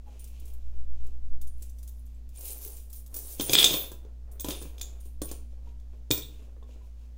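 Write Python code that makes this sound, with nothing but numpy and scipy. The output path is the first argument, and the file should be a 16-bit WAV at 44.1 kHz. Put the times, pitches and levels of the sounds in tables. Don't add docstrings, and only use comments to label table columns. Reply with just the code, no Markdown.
import sys
import numpy as np
from scipy import signal
from scipy.fft import rfft, irfft
from scipy.io import wavfile
from scipy.ndimage import uniform_filter1d, minimum_filter1d, map_coordinates

SR = 44100
rng = np.random.default_rng(int(sys.argv[2]) if len(sys.argv) > 2 else 0)


def master(y):
    cut = np.clip(np.atleast_2d(y).T, -1, 1)
    pcm = np.round(cut * 32767)
    wavfile.write(sys.argv[1], SR, pcm.astype(np.int16))


def attenuation_scalar(level_db):
    decades = np.asarray(level_db, float) / 20
    return 10 ** decades


N = 316197


def rms_one(x):
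    return x / np.sqrt(np.mean(x ** 2) + 1e-20)


def add(out, s, sound):
    first = round(s * SR)
    out[first:first + len(sound)] += sound


def in_time(rows):
    s, value = np.transpose(rows)
    return np.interp(np.arange(N) / SR, s, value)


def at_hz(points, hz):
    point_hz, value = np.transpose(points)
    return np.interp(np.log(hz), np.log(point_hz), value)


def colour(x, spectrum):
    hz = np.maximum(np.fft.rfftfreq(N, 1 / SR), 1)
    return rms_one(irfft(rfft(x) * attenuation_scalar(at_hz(spectrum, hz)), N))


def drift(rate):
    knots = rng.standard_normal(400)
    return map_coordinates(knots, [np.arange(N) / SR * rate * 2], order=3)


def tone(hz, level_db):
    return np.sqrt(2) * attenuation_scalar(level_db) * np.sin(2 * np.pi * np.cumsum(hz) / SR)


def ring(clicks, hz, t60):
    radius = attenuation_scalar(-60 / (max(t60, .004) * SR))
    w = 2 * np.pi * hz / SR
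    return signal.lfilter([0, np.sin(w)], [1, -2 * radius * np.cos(w), radius ** 2], clicks + 1e-18)


def strike(times, level_db, modes, spread_db, detune):
    out, t = np.zeros(N + SR), np.arange(SR // 3)[:, None] / SR
    hz, mode_db, t60 = np.transpose(modes)
    for s, db, luck in zip(times, level_db, rng.standard_normal((len(times), 3, len(modes)))):
        height = attenuation_scalar(db + mode_db + spread_db * luck[0]) * np.sign(luck[1])
        blow_hz = hz * (1 + detune * luck[2])
        waves = np.sin(2 * np.pi * blow_hz * t) * np.exp(-np.log(1000) * t / t60)
        add(out, s, waves @ height)
    return out[:N]


def grains(per_s, size_db, clump_db):
    sizes = attenuation_scalar(size_db * np.minimum(rng.exponential(1, N), 4)) * rng.choice([-1, 1], N)
    chance = per_s * attenuation_scalar(clump_db * drift(14)) / SR
    return sizes * (rng.random(N) < chance)


def rattle(clicks, modes):
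    dealt = rng.integers(0, len(modes), N)
    total = 0
    for k, (hz, db, t60) in enumerate(modes):
        total = total + attenuation_scalar(db) * ring(clicks * (dealt == k), hz, t60)
    return rms_one(total)


# time_s, level_db
MOTOR_LEVEL = [(0, -45), (.4, -40.5), (.86, -39.5), (1.36, -41), (1.84, -39), (2.46, -43.5), (3.0, -42.5),
               (3.4, -45), (3.8, -45), (4.2, -41), (4.9, -40.5), (5.65, -40.5), (6.25, -43.5),
               (7.17, -42.5)]


def motor():
    hum = tone(59 + 0.2 * drift(2.7), in_time(MOTOR_LEVEL))
    whine = tone(239.7 + 1.5 * drift(8.7), -67.5 + 2.7 * drift(4.4))
    return hum + whine


# time_s, level_db
SWAY_LEVEL = [(0.0, -37.5), (0.12, -53.5), (0.8, -21), (1.05, -20.5), (1.2, -28.5), (1.33, -17.5),
              (1.48, -24), (1.74, -47), (1.82, -48), (4.93, -47.5), (5.15, -40.5), (7.17, -54)]
# time_s, swings_hz
SWAY_PACE = [(0.4, 4.2), (1.1, 4.0), (1.25, 6.16), (1.4, 4.16)]


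def pressure_sway():
    swings = np.cumsum(in_time(SWAY_PACE)) / SR
    crest = swings[round(.92 * SR)]
    return np.sqrt(2) * attenuation_scalar(in_time(SWAY_LEVEL)) * np.cos(2 * np.pi * (swings - crest))


# freq_hz, density_db_per_hz
AIR = [(100, -40.5), (175, -15), (239, -11.5), (300, -11.5), (600, -14.5), (1240, -27.5), (6600, -31),
       (15800, -63)]
# freq_hz, density_db_per_hz
RUMBLE = [(8, -1), (30, 3.5), (42, -15), (84, -12), (100, -15.5), (132, -12.5), (165, -27), (220, -52)]


def room_tone():
    air = attenuation_scalar(-70.5 + 0.4 * drift(6.3)) * colour(rng.standard_normal(N), AIR)
    rumble = attenuation_scalar(-52) * colour(rng.standard_normal(N), RUMBLE)
    return air + rumble


# freq_hz, t60_s
ROOM_T60 = [(120, .42), (400, .42), (1500, .36), (4000, .38), (7000, .33), (13000, .28)]


def room(x):
    t, echo = np.arange(SR // 2) / SR, 0
    edges = 70 * 2. ** np.arange(9)
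    for low, high in zip(edges, edges[1:]):
        octave = signal.butter(2, [low, min(high, .45 * SR)], "band", fs=SR, output="sos")
        t60 = at_hz(ROOM_T60, low * 1.4)
        echo = echo + signal.sosfilt(octave, rng.standard_normal(len(t))) * attenuation_scalar(-60 * t / t60)
    echo = echo * np.clip((t - .002) / 0.0042, 0, 1)
    return signal.fftconvolve(x, echo / np.sqrt(np.sum(echo ** 2)))[:N]


# start_s, level_db, pitch_hz, length_s
CREAKS = [
    (0.056, -57.5, 780, 0.039),
    (2.632, -50.5, 430, 0.079),
    (5.923, -63, 497, 0.064),
    (6.784, -70, 1040, 0.097),
]


def creaks():
    out, t = np.zeros(N), np.arange(N) / SR
    cycles = np.cumsum(1 + 0.052 * drift(12)) / SR
    slips = rms_one(signal.lfilter([1], [1, -1.98, .9801], rng.standard_normal(N)))
    flutter = attenuation_scalar(1.9 * drift(22)) * (1 + 1.2 * slips)
    for s, db, hz, length in CREAKS:
        shape = np.sin(np.pi * np.clip((t - s) / length, 0, 1)) ** 2
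        out += attenuation_scalar(db) * shape * flutter * np.sin(2 * np.pi * hz * cycles)
    return out


def gestures(rows, resting_db):
    start, length, *columns = np.transpose(rows)[:, :, None]
    t = np.arange(0, N + 64, 64) / SR
    rise_db_per_s, fall_db_per_s = 300, 209
    off_db = rise_db_per_s * np.maximum(start - t, 0) + fall_db_per_s * np.maximum(t - start - length, 0)
    levels = []
    for column in columns:
        power = np.sum(attenuation_scalar(column - off_db) ** 2, axis=0) + attenuation_scalar(resting_db) ** 2
        levels.append(np.interp(np.arange(N) / SR, t, 10 * np.log10(power)))
    return levels


# start_s, length_s, level_db
RUSTLES = [(.08, 0.074, -62.5), (.15, 0.44, -70), (.46, 0.026, -67), (.72, 0.09, -68.5), (1.0, 0.16, -68),
           (2.4, 0.33, -58.5), (2.88, 0.12, -72), (3.13, 0.38, -60), (3.5, 0.22, -40), (3.75, 0.12, -50),
           (4.04, 0.042, -63.5), (4.28, 0.13, -62), (4.5, 0.044, -48.5), (4.73, 0.25, -62),
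           (5.3, 0.056, -63), (5.58, .12, -68.5), (5.94, 0.028, -70), (6.3, 0.21, -65), (6.7, 0.14, -70),
           (7.0, 0.076, -68)]
# freq_hz, density_db_per_hz
CLOTH = [(120, -54), (200, -19), (240, -11), (428, -5), (1240, -21), (2500, -30), (3250, -36), (5500, -120)]


def rustling_cloth():
    cloth_db, = gestures(RUSTLES, resting_db=-81.5)
    return attenuation_scalar(cloth_db - 1.5) * colour(grains(900, 3.0, 2.3), CLOTH)


# start_s, length_s, slide_db, tumble_db
STIRS = [(.08, 0.42, -70.5, -66.5), (.29, .03, -66, -85), (.46, .04, -61, -74), (.6, 0.23, -78, -74),
         (.94, 0.17, -86, -71), (1.61, 0.046, -61.5, -68.5), (1.78, 0.22, -68, -99),
         (2.07, 0.098, -75, -78), (2.36, 0.055, -62, -65), (2.455, 0.064, -39, -56.5),
         (2.62, 0.044, -43, -65), (2.72, 0.075, -50.5, -66), (2.95, 0.017, -50, -75),
         (3.18, 0.16, -44, -79), (3.41, 0.026, -36.5, -49), (3.52, 0.14, -27.5, -35.5),
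         (3.7, 0.053, -35, -40.5), (3.81, 0.046, -47.5, -54.5), (4.5, 0.017, -40.5, -44),
         (4.6, 0.059, -54, -57), (4.75, 0.32, -70.5, -71.5), (5.05, 0.035, -64, -80.5),
         (5.3, 0.023, -75.5, -57), (5.51, 0.02, -79, -73.5), (5.66, 0.035, -75.5, -72),
         (5.93, .03, -80.5, -74), (6.2, 0.25, -70.5, -66.5), (6.69, 0.055, -74.5, -67.5),
         (6.84, 0.03, -74, -71.5), (7.0, 0.054, -75, -73)]
# freq_hz, level_db, t60_s
JAR = [(2418, -14.5, 0.059), (2530, -15, 0.027), (3200, -14.5, 0.024), (3280, -11.5, 0.037),
       (3380, -7.5, 0.032), (3550, -19.5, 0.26), (3600, -20, 0.16), (3519, 4.5, 0.012), (3800, -10, .016),
       (4407, -8, 0.019), (5090, -8, 0.028), (6160, -8.5, 0.024), (6750, -10.5, 0.025), (8100, -6.5, 0.022)]
# freq_hz, level_db, t60_s
COINS = [(6430, -5.5, 0.054), (9200, -2, .1), (9400, 1, 0.15), (9740, -8, 0.06), (10300, -10.5, .05),
         (11850, -5, .08), (12550, 1, .05), (12800, 4, 0.045), (13050, 0, 0.04), (14600, -1, .05),
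         (15280, 3, 0.07), (15600, 0, .06)]
# freq_hz, density_db_per_hz
POUCH = [(1200, -24), (1950, -15), (2400, 3), (2900, 1), (3500, -2), (5000, -5.5), (6900, -3), (10000, -20)]
# freq_hz, density_db_per_hz
SLIDE = [(880, -53.5), (1500, -30), (7470, -9.5), (8660, -13.5), (9190, -7), (11100, -7.5), (12800, -7.5),
         (15800, -10)]


def moving_coins():
    slide_db, tumble_db = gestures(STIRS, resting_db=-92.5)
    knocks, rubs = grains(260, 3.5, 4.0), grains(2500, 2.2, 2.5)
    on_glass = np.clip((tumble_db + 62) / 15, 0, 1)
    tumble = 0.63 * on_glass * rattle(knocks, JAR) + 1.09 * colour(grains(4000, 3.2, 2.6), POUCH)
    loose = np.clip((slide_db + 80) / 15, 0, 1)
    slide = .65 * loose * rattle(rubs, COINS) + .85 * colour(rubs, SLIDE)
    return attenuation_scalar(tumble_db - 3.5) * tumble + attenuation_scalar(slide_db - 2.5) * slide


# start_s, peak_db, pitch_hz
TICKS = [(0.2425, -46, 13400), (0.3999, -48, 13300), (0.4556, -55, 11500), (0.5376, -47, 13900),
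         (1.045, -56, 9800), (1.254, -64, 7240), (1.3146, -74, 2100), (1.4156, -45, 12000),
         (1.4747, -60, 9200), (1.582, -53, 9900), (1.6247, -41, 7600), (1.6658, -50, 9900),
         (1.6955, -50, 6200), (1.7855, -54, 5900), (1.7895, -51, 14300), (1.8329, -50, 9900),
         (1.8756, -45, 10800), (1.894, -39, 14500), (1.9948, -52, 10000), (2.0574, -51, 14100),
         (2.0659, -53, 14500), (2.1482, -59, 7700), (2.3533, -51, 6800), (2.3585, -48, 7500),
         (2.3722, -40, 9000), (2.4104, -45, 10100), (2.4291, -40, 12600), (2.4555, -30, 12650),
         (2.48, -29, 15400), (2.5074, -35, 7800), (2.5316, -28, 13160), (2.5725, -35, 13100),
         (2.5807, -34, 13100), (2.588, -33, 13100), (2.6201, -36, 12900), (2.6369, -37, 12300),
         (2.6491, -25.5, 15300), (2.6768, -29, 12700), (2.6823, -34, 12600), (2.7, -41, 12600),
         (2.7037, -36, 12700), (2.7299, -44, 9660), (2.7693, -39, 14200), (2.7965, -45, 9800),
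         (2.8207, -48, 13700), (2.8344, -51, 13700), (2.8646, -55, 9500), (2.9025, -44, 14100),
         (2.9302, -37, 14300), (2.9349, -38, 14900), (2.9434, -37, 14900), (2.9938, -55, 9300),
         (3.0779, -43, 14900), (3.1422, -28, 14800), (3.1504, -27, 15000), (3.1674, -24, 14900),
         (3.1886, -24, 14600), (3.2719, -32, 10800), (3.3108, -40, 9600), (3.3413, -43, 9600)]
# start_s, peak_db, pitch_hz
CLINKS = [(3.3974, -24, 6340), (3.4009, -22, 3200), (3.4101, -22, 15400), (3.4176, -24, 15200),
          (3.4787, -31, 15200), (3.4959, -23, 6440), (3.5328, -12, 3350), (3.5455, -12, 3400),
          (3.553, -9.5, 8030), (3.5565, 1, 3306), (3.561, -15, 3800), (3.5807, -12, 3600),
          (3.5884, -16.5, 3440), (3.5979, -16, 3400), (3.6226, -15.5, 3340), (3.6289, -17, 3460),
          (3.6441, -4, 3600), (3.6476, 2, 3520), (3.7566, -22, 3600), (3.9174, -44, 15300),
          (3.9254, -45.5, 15260), (4.3979, -28.5, 6460), (4.4066, -28, 15400), (4.4106, -31, 15300),
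          (4.4457, -30.5, 3400), (4.464, -31, 12400), (4.4867, -38, 6800), (4.4956, -30, 15100),
          (4.5081, -27, 6500), (4.5158, -31, 3950), (4.6166, -43, 9500), (4.6246, -36, 9700),
          (4.7807, -47, 6460), (4.7972, -46, 6460), (4.8162, -23, 7220), (4.8311, -28, 6600),
          (4.8558, -36, 6800), (5.004, -54, 6830), (5.2175, -32, 15300), (5.225, -29, 9230),
          (5.2564, -31, 9500), (5.2918, -43, 3600), (5.3175, -33.5, 9100), (6.106, -25, 7200),
          (6.1125, -10.5, 3500), (6.2232, -30, 3540), (6.2332, -33, 3770), (6.2459, -37, 3600),
          (6.2856, -44, 3600)]


def contacts(rows, gain_db, t60, snap):
    out, t = np.zeros(N + SR), np.arange(SR // 40) / SR
    for (s, db, hz), grit in zip(rows, rng.standard_normal((len(rows), len(t)))):
        ping = np.sin(2 * np.pi * hz * t) * (1 - np.exp(-t / .0003)) * attenuation_scalar(-60 * t / t60)
        crackle = snap * np.diff(grit, prepend=0) * attenuation_scalar(-60 * t / (.6 * t60))
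        add(out, s - .0004, attenuation_scalar(db + gain_db) * (ping + crackle))
    return out[:N]


# start_s, peak_db, pitch_hz
RINGS = [(0.193, -57, 9240), (1.475, -59, 9240), (2.37, -51, 9180), (2.51, -49, 9200),
         (2.955, -55, 9270), (3.745, -46, 9300), (4.5, -48, 9300), (4.6, -53, 9400), (3.15, -45, 9410),
         (3.41, -38, 9060), (3.46, -38, 9220), (4.32, -66, 9150), (4.402, -52, 9180), (4.55, -51, 9430),
         (5.0, -64, 9130), (5.055, -61, 9150), (5.22, -42, 9340), (5.318, -48, 9330),
         (6.112, -42, 9190),
         (0.195, -59, 15280), (2.51, -48, 11860), (2.39, -47, 15300), (3.145, -46, 14720),
              (3.41, -32, 15410), (3.532, -28, 15580), (3.62, -33, 15100), (3.708, -32, 15120),
              (3.755, -38, 11410), (3.805, -41, 11410), (2.93, -52, 14900), (2.95, -52, 12700),
              (3.165, -42, 14850), (2.44, -48, 12800), (3.765, -30, 15270), (3.785, -41, 12520),
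              (3.92, -56, 15570), (4.325, -65, 15270), (4.32, -66, 12520), (4.402, -40, 15250),
              (4.46, -49, 12720), (4.47, -52, 11440), (4.49, -46, 15520), (4.62, -51, 15520),
              (5.06, -65, 11890), (5.05, -66, 12700), (5.24, -52, 11880), (5.245, -48, 15260),
              (5.262, -53, 12680), (5.318, -53, 15520), (6.113, -24, 15300)]


def singing_coins():
    out, t = np.zeros(N + SR), np.arange(SR // 2) / SR
    rings = RINGS
    for (s, peak_db, hz), luck in zip(rings, rng.random((len(rings), 6))):
        twin = .3 * np.sin(2 * np.pi * ((hz + 15 + 50 * luck[0]) * t + luck[1]))
        below = 0.33 * np.sin(2 * np.pi * ((hz - 40 - 120 * luck[2]) * t + luck[3]))
        above = 0.68 * np.sin(2 * np.pi * ((hz + 70 + 150 * luck[4]) * t + luck[5]))
        shape = (1 - np.exp(-t / 0.0041)) * attenuation_scalar(peak_db + 5.0 - 60 * t / .17)
        add(out, s, (np.sin(2 * np.pi * hz * t) + twin + below + above) * shape)
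    return out[:N] * attenuation_scalar(2.5 * drift(24))


# start_s, jar_wall_db, bright_scatter_db, desk_thump_db
LANDINGS = [(3.3972, -25, -31, -17), (3.409, -30, -23.5, -50), (3.4957, -26.5, -38, -22),
            (3.5333, -10, -8.5, -17), (3.5531, -1, -13.5, -13), (3.545, -23, -28, -39.5),
            (3.5869, -14, -37.5, -41.5), (3.6294, -14, -32, -43), (3.643, -4.5, -31, -18),
            (3.7077, -26, -43, -21.5), (3.7397, -24.5, -43, -21.5), (3.917, -53, -41.5, -33.5),
            (4.0498, -58.5, -72, -43.5), (4.3973, -45.5, -35.5, -45), (4.4064, -49, -35, -60),
            (4.6238, -56.5, -41, -45), (4.4451, -41, -30, -22.5), (4.4853, -34, -30, -20.5),
            (4.5065, -25.5, -30, -54), (4.615, -59, -43, -31), (4.782, -51, -48.5, -53),
            (4.7966, -54, -54, -65), (4.8127, -34, -27.5, -41), (5.2173, -34, -28.5, -23.5),
            (5.29, -41.5, -48, -47), (5.3136, -52, -32, -30.5), (6.1058, -36, -29, -17.5),
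            (6.1109, -10, -22, -41), (6.133, -47, -31, -55.5), (6.177, -51, -29, -31.5),
            (5.7991, -67, -63, -70), (6.629, -67.5, -69, -62.5)]
# start_s, peak_db, pitch_hz
KNUCKLES = [(0.202, -59, 296), (0.418, -49, 290), (0.957, -51.5, 283), (1.615, -48, 350), (2.421, -67, 377),
            (3.143, -47, 520), (3.162, -41.5, 498), (3.336, -45.5, 640), (3.787, -44, 504),
            (4.651, -36.5, 283), (4.922, -54.5, 331), (5.055, -48, 329), (5.529, -50.5, 535),
            (5.669, -48.5, 463), (5.932, -47.5, 393), (5.974, -52.5, 349), (6.419, -46, 285),
            (6.563, -44, 474), (6.623, -44.5, 447), (6.688, -46.5, 564), (6.756, -47, 357)]
# freq_hz, level_db, t60_s
DESK = [(137, -7.5, 0.22), (195, -21, 0.012), (236.6, -6, 0.013), (326.7, -6, 0.088), (430, -2.5, 0.062),
        (565, -4.5, 0.049), (708, -13.5, 0.024), (1003, -7.5, 0.0672), (1327, -11.5, 0.0028),
        (1800, -28, 0.014)]
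# freq_hz, density_db_per_hz
HEAP = [(90, -30.5), (140, -6.5), (450, 1.5), (900, -14), (1800, -19), (3000, -48)]


def thumps():
    pushes = list(KNUCKLES)
    for s, _, _, db in LANDINGS:
        hz = 350 * np.exp(0.1 * rng.standard_normal())
        pushes.append((s - 0.0023, db, hz))
    s, peak_db, _ = np.transpose(pushes)
    out, shudder, t = np.zeros(N + SR), np.zeros(N + SR), np.arange(SR // 5) / SR
    for at, db, hz in pushes:
        add(out, at + .003, -attenuation_scalar(db - 1.5 - 60 * t * hz / 9.9) * np.sin(2 * np.pi * hz * t))
        add(shudder, at + 0.0025, attenuation_scalar(db - 17.0 - 60 * t / 0.16))
    heap = shudder[:N] * colour(rng.standard_normal(N), HEAP)
    desk = strike(s + 0.00325, peak_db - 15.0, DESK, spread_db=4.5, detune=0.051)
    return out[:N] + heap + desk


# start_s, bright_scatter_db
JOLTS = [(0.194, -44.5), (0.2422, -40.5), (0.2744, -48), (0.397, -49), (0.4544, -48), (0.4794, -52),
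         (0.5354, -49), (1.044, -56), (1.067, -50.5), (1.4146, -40), (1.4721, -46.5), (1.6225, -36),
         (1.695, -47.5), (1.7855, -47.5), (1.8294, -44), (1.877, -39.5), (2.0644, -55), (2.2907, -51),
         (2.358, -46), (2.383, -43), (2.408, -38), (2.455, -38), (2.7674, -41), (2.8996, -46), (2.929, -40),
         (3.0627, -44.5), (3.1425, -31.5), (3.1635, -31.5), (4.315, -47.5), (5.005, -48.5), (5.0544, -47.5)]


def blows():
    jolts = [(s, db - 5.5, db - 30, db) for s, db in JOLTS]
    falls = []
    for s, jar_db, bright_db, _ in LANDINGS:
        together_db = 20 * np.log10(np.hypot(attenuation_scalar(jar_db), attenuation_scalar(bright_db)))
        falls.append((s, together_db + 1, jar_db, bright_db))
    return np.transpose(jolts + falls)


# freq_hz, density_db_per_hz
CRACK = [(700, -34), (1500, -23), (2800, -15.5), (3500, -3.5), (4500, -5), (7000, -2.5), (9000, -11.5),
         (11000, -26)]
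# freq_hz, density_db_per_hz
BRIGHT = [(4000, -18.5), (7000, -4.5), (9300, -3), (12000, -2.5), (15800, -3.5)]


def landings():
    s, crack_db, jar_db, bright_db = blows()
    glass = strike(s, jar_db - 5.5, JAR, spread_db=5.5, detune=0.012)
    crack, bright, t = np.zeros(N + SR), np.zeros(N + SR), np.arange(SR // 3) / SR
    for k in range(len(s)):
        settle = np.interp(crack_db[k], [-45, -15], [.075, .035])
        add(crack, s[k], attenuation_scalar(crack_db[k] - 12.0 - 60 * t / settle))
        add(bright, s[k], attenuation_scalar(bright_db[k] - 5.5 - 60 * t / settle))
    dull = colour(grains(6000, 3.2, 2.0), CRACK)
    sharp = colour(grains(6000, 3.2, 2.0), BRIGHT)
    flicker = attenuation_scalar(2.5 * drift(24))
    return glass * flicker + crack[:N] * dull + bright[:N] * sharp


def scene():
    background = motor() + pressure_sway() + room_tone()
    coins = creaks() + rustling_cloth() + moving_coins() + singing_coins() + thumps() + landings()
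    coins = coins + contacts(TICKS, gain_db=-1.0, t60=0.015, snap=.3)
    coins = coins + contacts(CLINKS, gain_db=-1.5, t60=.014, snap=.25)
    return (coins + attenuation_scalar(-8) * room(coins) + background)[None]


def low_pass(x):
    return signal.sosfilt(signal.butter(12, 16820, fs=SR, output="sos"), x)


def record(dry):
    cutoff_hz, ceiling_db, release_db_per_s = 15780, -2, 298
    cut = signal.sosfilt(signal.ellip(8, .5, 45, cutoff_hz, fs=SR, output="sos"), dry)
    ramp = release_db_per_s * np.arange(N) / SR
    over_db = np.maximum(20 * np.log10(np.abs(cut) + 1e-9) - ceiling_db, 0)
    duck_db = np.maximum.accumulate(over_db + ramp, axis=1) - ramp
    gain_db = uniform_filter1d(minimum_filter1d(-duck_db, size=17, axis=1), size=17, axis=1)
    held = cut * attenuation_scalar(gain_db)
    smooth = signal.sosfilt(signal.ellip(8, .2, 60, cutoff_hz + 500, fs=SR, output="sos"), held)
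    return low_pass(smooth)


dry = scene()
out = record(dry)
master(out)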